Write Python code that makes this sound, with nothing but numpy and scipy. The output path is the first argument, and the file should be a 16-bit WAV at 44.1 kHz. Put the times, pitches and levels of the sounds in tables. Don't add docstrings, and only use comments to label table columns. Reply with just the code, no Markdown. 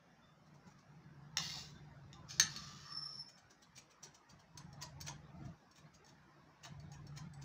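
import sys
import numpy as np
from scipy import signal
from scipy.fft import rfft, irfft
from scipy.io import wavfile
from scipy.ndimage import uniform_filter1d

SR = 44100
rng = np.random.default_rng(int(sys.argv[2]) if len(sys.argv) > 2 else 0)


def file_out(sig):
    cols = np.atleast_2d(sig).T
    lim = np.clip(cols, -1, 1)
    pcm = np.round(lim * 32767).astype(np.int16)
    wavfile.write(sys.argv[1], SR, pcm)


N = 328104
TIME = np.arange(N) / SR


def amp(db):
    return 10 ** (np.asarray(db) / 20)


def unit(x):
    return x / np.sqrt(np.mean(x ** 2) + 1e-20)


def read(points, hz):
    point_hz, value = np.transpose(points)
    return np.interp(np.log(hz + 1), np.log(point_hz + 1), value)


def add(mix, start_s, sound):
    part = mix[max(round(start_s * SR), 0):][:len(sound)]
    part += sound[:len(part)]


def colour(x, eq, size=4096):
    log_gain = np.log(amp(read(eq, abs(np.fft.fftfreq(size, 1 / SR)))))
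    taps = np.fft.ifft(np.exp(np.conj(signal.hilbert(log_gain)))).real
    return signal.fftconvolve(x, taps[:size // 2])[:len(x)]


def resonate(x, hz, width_hz):
    turn = np.exp(2j * np.pi * np.cumsum(hz * np.ones(len(x))) / SR)
    pole = np.exp(-np.pi * width_hz / SR)
    return 2 * (turn * signal.lfilter([1 - pole], [1, -pole], x / turn + 1e-18)).real


def resonate_twice(x, hz, width_hz):
    return resonate(resonate(x, hz, width_hz), hz, width_hz)


def drift(rate_hz):
    hz = np.fft.rfftfreq(N, 1 / SR)
    return unit(irfft(rfft(rng.standard_normal(N)) * np.exp(-(hz / rate_hz) ** 2), N))


def grains(count, per_s, spread_db):
    size = amp(spread_db * np.minimum(rng.exponential(1, count), 3))
    return size * rng.choice([-1, 1], count) * (rng.random(count) < per_s / SR)


def wander(x, depth_db, patch_hz, patch_s, size=1024):
    frames = dict(nperseg=size, noverlap=size * 3 // 4)
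    spectra = signal.stft(x, **frames)[2]
    per_hz = np.fft.fftfreq(spectra.shape[0], SR / size)[:, None]
    per_s = np.fft.fftfreq(spectra.shape[1], size / 4 / SR)
    smooth = np.exp(-(per_hz * patch_hz) ** 2 - (per_s * patch_s) ** 2)
    patches = unit(np.fft.ifft2(np.fft.fft2(rng.standard_normal(spectra.shape)) * smooth).real)
    gain = unit(amp(depth_db * np.clip(patches, -2, 2)))
    return signal.istft(spectra * gain, **frames)[1][:len(x)]


def steady(x):
    return x / np.sqrt(abs(uniform_filter1d(x ** 2, size=2600)) + 1e-12)


def stroke(start_s, end_s, from_db, to_db, attack_s, release_s):
    early, late = np.maximum(start_s - TIME, 0), np.maximum(TIME - end_s, 0)
    fades = np.exp(-np.minimum(early / attack_s + late / release_s, 20))
    return amp(np.interp(TIME, [start_s, end_s], [from_db, to_db])) * fades


# freq_hz, gain_db
HUSH_EQ = [(15, -50), (25, -26), (59, -6.5), (119, -8), (152, 0.5), (445, -13.5), (804, -9), (1380, -12),
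           (1660, -12), (3340, -27.5), (3630, -25.5), (4260, -27.5), (5580, -23), (8580, -45), (15500, -45)]
def kitchen_hush(level_db=-68):
    noise = colour(rng.standard_normal(N), HUSH_EQ)
    return amp(level_db) * unit(wander(noise, depth_db=4, patch_hz=153.4, patch_s=0.09))


# start_s, end_s, pitch_hz, level_db
TONG_SQUEAKS = [(0, 0.677, 5400, -93), (.071, 0.143, 3490, -84), (0.212, 0.293, 3537, -73.5),
                (1.49, 1.51, 2100, -56), (1.443, 1.504, 5800, -62), (1.555, 1.61, 2700, -72),
                (1.75, 1.788, 3570, -73.5), (2.85, 2.886, 5400, -56)]
def tong_squeaks(waver_hz=18, flutter_db=1.5):
    waver = waver_hz * drift(60)
    flutter = amp(flutter_db * drift(40))
    out = np.zeros(N)
    for start, end, hz, db in TONG_SQUEAKS:
        now = (TIME > start) & (TIME < end)
        arch = np.sin(np.pi * (TIME[now] - start) / (end - start))
        phase = 2 * np.pi * np.cumsum(hz + waver[now]) / SR
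        out[now] += amp(db) * np.sqrt(2) * arch * np.sin(phase)
    return out * flutter


# start_s, end_s, rumble_from_db, rumble_to_db, thud_offset_db, rub_offset_db
PUSHES = [(0.018, 0.59, -78, -65.5, -12, -22), (0.894, 1.3, -59, -57.5, -18.5, -15.5),
          (1.338, 2.276, -57.5, -58.5, -9, -7.5), (2.346, 2.844, -52, -60, -10, -13),
          (2.934, 3.214, -59.5, -65, -32, -11.5), (4.557, 5.152, -57, -53, -9, -11.5),
          (5.2, 5.3, -59.5, -58.5, -11, -4), (5.368, 5.491, -52, -48, -10.5, -11),
          (5.992, 6.613, -74, -72, -12.5, 4), (6.72, 7.268, -53.5, -50, -10.5, -13),
          (7.3, 7.45, -56, -48.5, -15, -13.5)]
# start_s, rumble_db, rub_db
BUMPS = [(0.673, -56, -66), (0.76, -58.5, -79), (1.394, -52.5, -52), (1.56, -57, -57), (2.41, -50, -51),
         (3.764, -61, -93.5), (4.067, -64, -58.5), (4.34, -59, -66.5), (4.6, -58, -59.5), (4.831, -70, -53),
         (5.1, -58.5, -55), (5.858, -57.5, -62.5), (6.115, -65, -73), (6.665, -63, -58), (7.18, -67, -59)]
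def hand_effort(bump_hold_s=0.012, bump_thud_db=-15):
    moves = []
    for start, end, from_db, to_db, thud_db, rub_db in PUSHES:
        push = stroke(start, end, from_db, to_db, attack_s=0.036, release_s=0.033)
        moves.append(push * amp([[0], [thud_db], [rub_db]]))
    for start, rumble_db, rub_db in BUMPS:
        bump = stroke(start, start + bump_hold_s, 0, 0, attack_s=0.021, release_s=0.028)
        moves.append(bump * amp([[rumble_db], [rumble_db + bump_thud_db], [rub_db]]))
    return np.sqrt(sum(move ** 2 for move in moves))


# freq_hz, gain_db
BOARD_EQ = [(60, -26.5), (110, -9), (145, 4.5), (170, -1), (205, -8), (260, -17), (315, -13), (390, -25.5),
            (700, -38), (2000, -79.5)]
# freq_hz, gain_db
THUD_EQ = [(15, -40), (30, -20), (45, -9.5), (65, -2), (100, 0), (130, -10), (250, -36), (1000, -72.5)]
# freq_hz, gain_db
RUB_EQ = [(150, -21), (330, 3.5), (460, -4.5), (620, -1), (900, 4), (1300, -5), (1900, -7.5), (2600, -19.5),
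          (4000, -17), (7000, -28), (10000, -60.5)]
def worktop(note_hz=144.4, note_db=-5, throb_db=1.6):
    rumbling, thudding, rubbing = hand_effort()
    slips = grains(N, per_s=780, spread_db=4.5)
    note = unit(resonate_twice(slips, note_hz, width_hz=19))
    body = unit(wander(colour(slips, BOARD_EQ), depth_db=5, patch_hz=50, patch_s=0.081, size=4096))
    rumble = amp(throb_db * drift(19)) * steady(body + amp(note_db) * note)
    thud = unit(colour(grains(N, per_s=600, spread_db=-0.5), THUD_EQ))
    rub = colour(grains(N, per_s=1500, spread_db=1.5), RUB_EQ)
    rub = unit(wander(rub, depth_db=9.5, patch_hz=138, patch_s=0.056, size=2048))
    return amp(-1.5) * rumbling * rumble + amp(1) * thudding * thud + amp(-3) * rubbing * rub


# time_s, relative_db, dull_body_db
CRUNCHES = [(0.47, -68, -16), (0.5483, -66, -16), (0.675, -62, 2), (0.7083, -63, -7), (0.7926, -71.5, 17),
            (3.2918, -53, -5.5), (3.3822, -58, 4.5), (3.509, -55.5, -1), (3.6273, -53.5, -13.5),
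            (3.763, -48, -9), (3.7813, -43.5, -14), (3.91, -57.5, -14.5), (4.0359, -39.5, -11),
            (4.0473, -50.5, -2), (4.148, -53, 0.5), (4.3016, -52, -26), (4.4009, -58, -18.5),
            (4.8165, -43.5, -17), (4.8262, -34, -20), (5.062, -51.5, -19), (5.0715, -37.5, -21),
            (5.083, -37, 5), (5.455, -59, -5.5), (5.761, -56, -16.5), (5.781, -57, 2),
            (5.9462, -55.5, -13.5), (6.0886, -55, -22), (6.64, -48, 5), (6.653, -49.5, 12), (6.938, -54, 1),
            (7.168, -52, -10), (7.177, -41.5, -18), (7.4227, -48.5, -18.5)]
# freq_hz, gain_db
CRUST_EQ = [(200, -25), (700, -2.5), (1500, -7), (3500, -5), (4500, -2), (5100, -3.5), (5700, 3.5),
            (6600, -2), (7400, -6.5), (9000, -20.5), (13600, -33), (14900, -9)]
# pitch_hz, gain_db, t60_s
BLADE_MODES = [(3200, -12, .05), (4480, -2, .06), (5450, -2, .06), (5750, -3, .04), (6200, -3, .04),
               (6580, -1, .05), (7950, -8, .07), (9700, -22, .03), (11200, -21, .03), (14680, -13, .05)]
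def crust(firm_db=-40, build_s=0.003, decay_s=0.005, linger_per_db=0.025, lead_s=0.04, size=6000):
    out = np.zeros(N)
    t = np.arange(size) / SR - lead_s
    flake_hz = rng.uniform(1667, 11860, size=(len(CRUNCHES), 16))
    for (time_s, db, body_db), pitches in zip(CRUNCHES, flake_hz):
        stretch = np.exp(linger_per_db * (firm_db - db))
        swell = 2 / (np.exp(-t / (build_s * stretch)) + np.exp(t / (decay_s * stretch)))
        snaps = colour(grains(size, per_s=2400, spread_db=2) * swell, CRUST_EQ)
        flake = sum(resonate(snaps, hz, width_hz=90) for hz in pitches)
        steel = sum(resonate(snaps, hz, width_hz=93) for hz, _, _ in BLADE_MODES)
        crunch = snaps + amp(11) * flake + amp(4) * steel
        crunch /= np.sqrt(np.sum(crunch ** 2) / np.sum(swell ** 2))
        body = amp(body_db) * resonate(crunch, hz=640, width_hz=1580)
        add(out, time_s - lead_s, amp(db) * (crunch + body))
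    return amp(-10) * out


def steel_ring(modes, uneven_db=2, size=16384):
    t = np.arange(size) / SR
    hz, db, t60 = np.transpose(modes)[:, :, None]
    phase = 2 * np.pi * rng.random(hz.shape)
    db = db + uneven_db * (2 * rng.random(hz.shape) - 1)
    partials = amp(db - 60 * t / t60) * np.sin(2 * np.pi * hz * t + phase)
    return partials.sum(0) / np.linalg.norm(amp(db)) * np.sqrt(2)


# freq_hz, gain_db
CRACK_EQ = [(200, -37.5), (700, -27), (1700, -5.5), (3000, -10.5), (4400, -1.5), (6500, -3), (7500, -11.5),
            (10000, -21.5), (13800, -27.5), (14900, -13), (16000, -17)]
def steel_hits(hits, modes, focus_db, attack_s, contact_s, crack_db, clang_db, ring_db):
    out = np.zeros(N)
    loudest_db = max(db for _, db, _ in hits)
    for start_s, db, focus_hz in hits:
        tone = steel_ring([(hz, gain_db + focus_db * np.exp(-((hz - focus_hz) / 500) ** 2), t60)
                           for hz, gain_db, t60 in modes])
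        t = np.arange(len(tone)) / SR
        contact = np.exp(-(t / contact_s) ** 4)
        crack = colour(rng.standard_normal(len(tone)) * contact, CRACK_EQ)
        crack /= np.sqrt(np.sum(crack ** 2) / np.sum(contact ** 2))
        force = amp(0.25 * (db - loudest_db))
        hit = force * amp(crack_db) * crack + tone * (amp(clang_db) * contact + amp(ring_db))
        attack = np.minimum(force * t / attack_s, 1)
        add(out, start_s, amp(db) * hit * attack)
    return out


def steel_slide(slides, modes, eq, hiss_db, ring_db, release_s):
    slips = unit(grains(N, per_s=1300, spread_db=-6))
    singing = sum(amp(db) * resonate(slips, hz, width_hz=50) for hz, db, _ in modes)
    scrape = amp(hiss_db) * unit(colour(slips, eq)) + amp(ring_db) * unit(singing)
    pressure = sum(stroke(*slide, attack_s=0.008, release_s=release_s) for slide in slides)
    return pressure * wander(scrape, depth_db=4, patch_hz=170, patch_s=0.27)


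# start_s, relative_db, focus_hz
TONG_HITS = [(1.3703, -19, 5800), (1.3834, -28, 4150), (2.1296, -44, 3700)]
# pitch_hz, gain_db, t60_s
TONG_MODES = [(820, -15, .15), (1324, -13, .2), (1933, -5, .12), (2030, -6, .11), (2832, -1, .15),
              (3634, -2.5, .15), (4037, -5, .14), (4102, -5, .13), (5023, -9, .17), (5249, -3, .14),
              (5443, -3, .18), (5650, -2, .12), (5927, -5, .14), (6465, -7, .19), (6675, -8, .16),
              (6858, -8, .2), (7434, -14, .14)]
# start_s, end_s, from_db, to_db
TONG_SLIDE = [(1.4, 1.58, -47, -48)]
# freq_hz, gain_db
TONG_EQ = [(200, -28), (500, -20), (850, -8), (2000, -11), (3000, -5), (3800, 3), (5500, 5), (6800, -1.5),
           (8000, -11.5), (10000, -55), (13800, -18), (15000, -13)]
def tongs():
    clank = steel_hits(TONG_HITS, TONG_MODES, focus_db=5, attack_s=0.0005, contact_s=0.0031,
                       crack_db=-15.5, clang_db=-9, ring_db=-20.5)
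    scrape = steel_slide(TONG_SLIDE, TONG_MODES, TONG_EQ, hiss_db=-3.5, ring_db=-13, release_s=0.059)
    return clank + scrape


# start_s, relative_db, focus_hz
PLATE_HITS = [(2.2957, -42, 4800), (2.3072, -38.5, 5040), (2.3973, -12.5, 6370), (2.5621, -34, 5150)]
# pitch_hz, gain_db, t60_s
PLATE_MODES = [(1297, -14, .18), (1599, -10, .22), (1771, -11, .15), (2353, -9, .16), (2650, -12, .13),
               (2837, -12, .2), (3096, -8, .16), (3738, -8, .15), (3867, -7, .15), (4318, -4, .13),
               (4385, 1.5, .16), (4515, -5, .14), (5100, -13, .14), (5448, -12, .2), (5760, -12, .2),
               (6067, -11, .17), (6207, -6, .18), (6258, -3, .18), (6337, -1, .21), (6455, -3, .17),
               (6800, -14, .2), (8371, -17, .11), (14850, -20, .1)]
# start_s, end_s, from_db, to_db
PLATE_SLIDES = [(2.298, 2.385, -58.5, -69), (2.5, 2.92, -61.5, -70.5), (2.97, 3.17, -81, -77)]
# freq_hz, gain_db
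PLATE_EQ = [(200, -19), (600, -16), (1200, -5), (2000, -5.5), (2800, -5), (4000, -1), (5500, 6.5),
            (6800, -1.5), (8000, -18), (10000, -37.5), (13800, -37.5), (15000, -24.5)]
def plate():
    clank = steel_hits(PLATE_HITS, PLATE_MODES, focus_db=2, attack_s=0.00041, contact_s=0.0062,
                       crack_db=-14, clang_db=-9.5, ring_db=-20.5)
    scrape = steel_slide(PLATE_SLIDES, PLATE_MODES, PLATE_EQ, hiss_db=6.5, ring_db=-7.5, release_s=0.02)
    return clank + scrape


# start_s, end_s, from_db, to_db
GROAN_DRAGS = [(2.57, 2.79, -59.5, -72.5), (2.877, 3.057, -61, -69)]
# pitch_hz, width_hz, gain_db
GROAN_MODES = [(1171, 160, -0.5), (1265, 33, 3.5), (1670, 60, -7), (1810, 150, -5.5)]
def plate_groan():
    slips = grains(N, per_s=810, spread_db=1)
    groan = sum(amp(db) * resonate_twice(slips, hz, width) for hz, width, db in GROAN_MODES)
    drag = sum(stroke(*row, attack_s=0.026, release_s=0.075) for row in GROAN_DRAGS)
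    return amp(1) * drag * unit(groan)


# time_s, pitch_hz, relative_db
SQUEAL_PATH = [(2.82, 5390, -74), (2.931, 5376, -49), (2.945, 5345, -47.5), (3.05, 5335, -50.5),
               (3.14, 5390, -48.5), (3.212, 5316, -51), (3.37, 5360, -74.5)]
def plate_squeal(waver_hz=42, flutter_db=4, octave_db=-25, halo_db=-8, fade_s=0.014):
    time_s, hz, db = np.transpose(SQUEAL_PATH)
    pitch = np.interp(TIME, time_s, hz) + waver_hz * drift(80)
    phase = 2 * np.pi * np.cumsum(pitch) / SR
    tone = np.sin(phase) + amp(octave_db) * np.sin(2 * phase)
    note = unit(tone * amp(flutter_db * drift(82)))
    halo = unit(resonate_twice(rng.standard_normal(N), pitch, width_hz=420))
    outside_s = abs(TIME - np.clip(TIME, time_s[0], time_s[-1]))
    envelope = amp(np.interp(TIME, time_s, db)) * np.exp(-outside_s / fade_s)
    return amp(-2) * envelope * (note + amp(halo_db) * halo)


# start_s, relative_db, focus_hz
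BLADE_TICKS = [(4.5735, -38, 6200), (4.7276, -50.5, 5600), (5.0026, -46, 6040), (5.01, -37.5, 14700),
               (5.7115, -53.5, 5100), (6.0444, -53.5, 5100), (6.063, -52.5, 6150), (6.797, -52.5, 4490),
               (6.917, -47, 6820), (7.067, -48.5, 5400), (7.335, -50.5, 7940)]
def blade():
    return steel_hits(BLADE_TICKS, BLADE_MODES, focus_db=13.5, attack_s=0.0017, contact_s=0.0082,
                      crack_db=-12.5, clang_db=-14, ring_db=-15.5)


# freq_hz, t60_s
ROOM_DECAY = [(150, 0.12), (1000, 0.3), (4000, 0.22), (7000, 0.18), (10000, 0.21), (15000, 0.047)]
def room(x, predelay_s=0.004, size=20000):
    reflections = grains(size, per_s=2700, spread_db=-3) * (np.arange(size) / SR > predelay_s)
    hz, t, spectra = signal.stft(reflections, SR, nperseg=256)
    decay = amp(-60 * t / read(ROOM_DECAY, hz)[:, None])
    tail = signal.istft(spectra * decay, SR, nperseg=256)[1]
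    return signal.fftconvolve(x, tail / np.linalg.norm(tail))[:N]


def scene():
    steel = tongs() + tong_squeaks() + plate() + plate_groan()
    squeal = plate_squeal()
    cutting = crust() + blade()
    reverb = room(amp(-5) * steel + amp(-9) * squeal + amp(-6) * cutting)
    return (steel + squeal + cutting + reverb + kitchen_hush() + worktop())[None]


def record(dry):
    lowpass = signal.firwin(511, cutoff=15650, window=("kaiser", 8), fs=SR)
    return signal.oaconvolve(dry, lowpass[None], "same")


dry = scene()
out = record(dry)
file_out(out)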